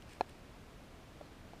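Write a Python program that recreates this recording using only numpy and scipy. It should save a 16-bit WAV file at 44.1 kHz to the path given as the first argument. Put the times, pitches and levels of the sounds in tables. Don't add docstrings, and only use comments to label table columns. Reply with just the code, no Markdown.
import sys
import numpy as np
from scipy import signal
from scipy.fft import rfft, irfft
from scipy.io import wavfile
from scipy.ndimage import uniform_filter1d

SR = 44100
rng = np.random.default_rng(int(sys.argv[2]) if len(sys.argv) > 2 else 0)


def bounce(signal):
    frames = np.transpose(np.atleast_2d(signal))
    limited = np.clip(frames, -1, 1)
    pcm = np.round(limited * 32767).astype(np.int16)
    wavfile.write(sys.argv[1], SR, pcm)


N = 70560


def undb(db):
    return 10 ** (np.asarray(db) / 20)


def unit(x):
    return x / np.sqrt(np.mean(x ** 2))


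def colour(x, points):
    hz, db = np.array(points, float).T
    freqs = np.maximum(np.arange(N // 2 + 1) * SR / N, 1)
    gain = undb(np.interp(np.log(freqs), np.log(hz), db))
    bass_cut = np.minimum(freqs / hz[0], 1) ** 2
    return unit(irfft(rfft(x) * gain * bass_cut, N))


def band_noise(hz, width_hz):
    resonance = signal.iirpeak(hz, hz / width_hz, fs=SR)
    return unit(signal.lfilter(*resonance, rng.standard_normal(N)))


def wander(steps_per_s):
    hold = int(SR / steps_per_s)
    steps = rng.standard_normal(N)[np.arange(N) // hold]
    return unit(uniform_filter1d(uniform_filter1d(steps, hold), hold))


def since(start):
    return np.maximum(np.arange(N) / SR - start, 0)


def swell(centre_s, half_length_s):
    return np.exp(-((np.arange(N) / SR - centre_s) / half_length_s) ** 2)


def street():
    # (frequency [Hz], relative level [dB])
    street_tone = [(12, -54), (20, 2), (155, -2.5), (217, -5.5), (249, -4.5), (377, -8.5), (457, -9),
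                   (525, -10.5), (656, -11), (733, -12.5), (865, -14), (1390, -17), (1590, -18.5),
                   (2620, -21), (15000, -40.5)]
    air = colour(rng.standard_normal(N), street_tone)
    low = signal.sosfilt(signal.butter(1, 700, fs=SR, output="sos"), air)
    hiss = air - low
    waver_db = -0.07 * wander(steps_per_s=11.6)
    return undb(-54.5) * (hiss + low * undb(waver_db))


def rubbing():
    # (middle [s], half length [s], level [dB])
    strokes = [(0.125, 0.047, -61), (0.307, 0.06, -69)]
    # (frequency [Hz], relative level [dB])
    rub_tone = [(500, -15), (1300, -3), (2200, 1), (3800, -9), (5000, -3.5), (6500, -16), (8500, -8),
                (10500, -24), (15000, -25)]
    grains_per_s, spread_db = 1500, 3.5
    signs = np.sign(rng.standard_normal(N))
    sizes = undb(spread_db * rng.uniform(-1, 1, N))
    has_grain = rng.random(N) < grains_per_s / SR
    grains = colour(signs * sizes * has_grain, rub_tone)
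    return sum(undb(db) * grains * swell(centre, half) for centre, half, db in strokes)


def ticks():
    # (time [s], level [dB], upper pitch [Hz], its level against the lower one [dB])
    catches = [(0.0153, -58, 5830, -16), (0.0220, -52.5, 5350, -15), (0.0936, -58, 8500, -10),
               (0.1172, -62, 8500, -23), (0.133, -52.5, 8400, -4), (0.2938, -51.5, 9590, -11)]
    fade_s = 0.0028
    out = np.zeros(N)
    for start, db, upper_hz, upper_db in catches:
        age = since(start)
        lower = band_noise(hz=2800, width_hz=1000)
        upper = undb(upper_db) * band_noise(upper_hz, width_hz=1100)
        out += undb(db) * (lower + upper) * np.exp(-age / fade_s) * (age > 0)
    return out


def buzz():
    return undb(-71.5) * band_noise(hz=4200, width_hz=350) * swell(centre_s=1.25, half_length_s=0.04)


def knocks():
    # (time [s], level [dB], dulled above [Hz], pitch [ratio],
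    # build-up [s], free ringing [s])
    blows = [ (0.2089, 0.5, 12000, 1.0, .0004, .008), (1.2103, -14, 3480, 0.82, 0.0018, 0.017),
             (1.5342, -22.5, 5000, 0.95, 0.00023, .009)]
    # (pitch [Hz], level [dB], time to fade by 60 dB [s],
    # first swing [+1 outward, -1 inward])
    case_tones = [(435, -23.5, 0.015, 1), (540, -27, 0.028, 1), (705, -19.5, 0.026, 1),
                  (896, -14.5, 0.009, -1), (1353, -36, 0.03, -1), (1683, -35, 0.027, -1),
                  (2476, -30.5, 0.013, -1), (3400, -40, 0.013, -1), (4170, -37, .022, -1),
                  (5350, -46, .020, -1), (6430, -38, .004, -1), (8900, -41, 0.0024, 1),
                  (11000, -40, 0.0026, -1), (13400, -46, .002, 1)]
    damping_s = 0.003
    out = np.zeros(N)
    for start, db, dull_hz, pitch, rise_s, free_s in blows:
        age = since(start)
        ring = np.zeros(N)
        for hz, tone_db, fade_s, swing in case_tones:
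            fade = undb(-60 * age / fade_s)
            ring += swing * undb(tone_db) * np.sin(2 * np.pi * hz * pitch * age) * fade
        build_up = 1 - np.exp(-age / rise_s)
        damping = np.exp(-since(start + free_s) / damping_s)
        treble_cut = signal.butter(1, dull_hz, fs=SR)
        out += undb(db) * signal.lfilter(*treble_cut, ring * build_up * damping)
    return out


def scene():
    return (knocks() + buzz() + rubbing() + ticks() + street())[None, :]


def record(dry):
    top_hz = 15100
    return signal.sosfilt(signal.ellip(10, 0.2, 60, top_hz, fs=SR, output="sos"), dry)


dry = scene()
out = record(dry)
bounce(out)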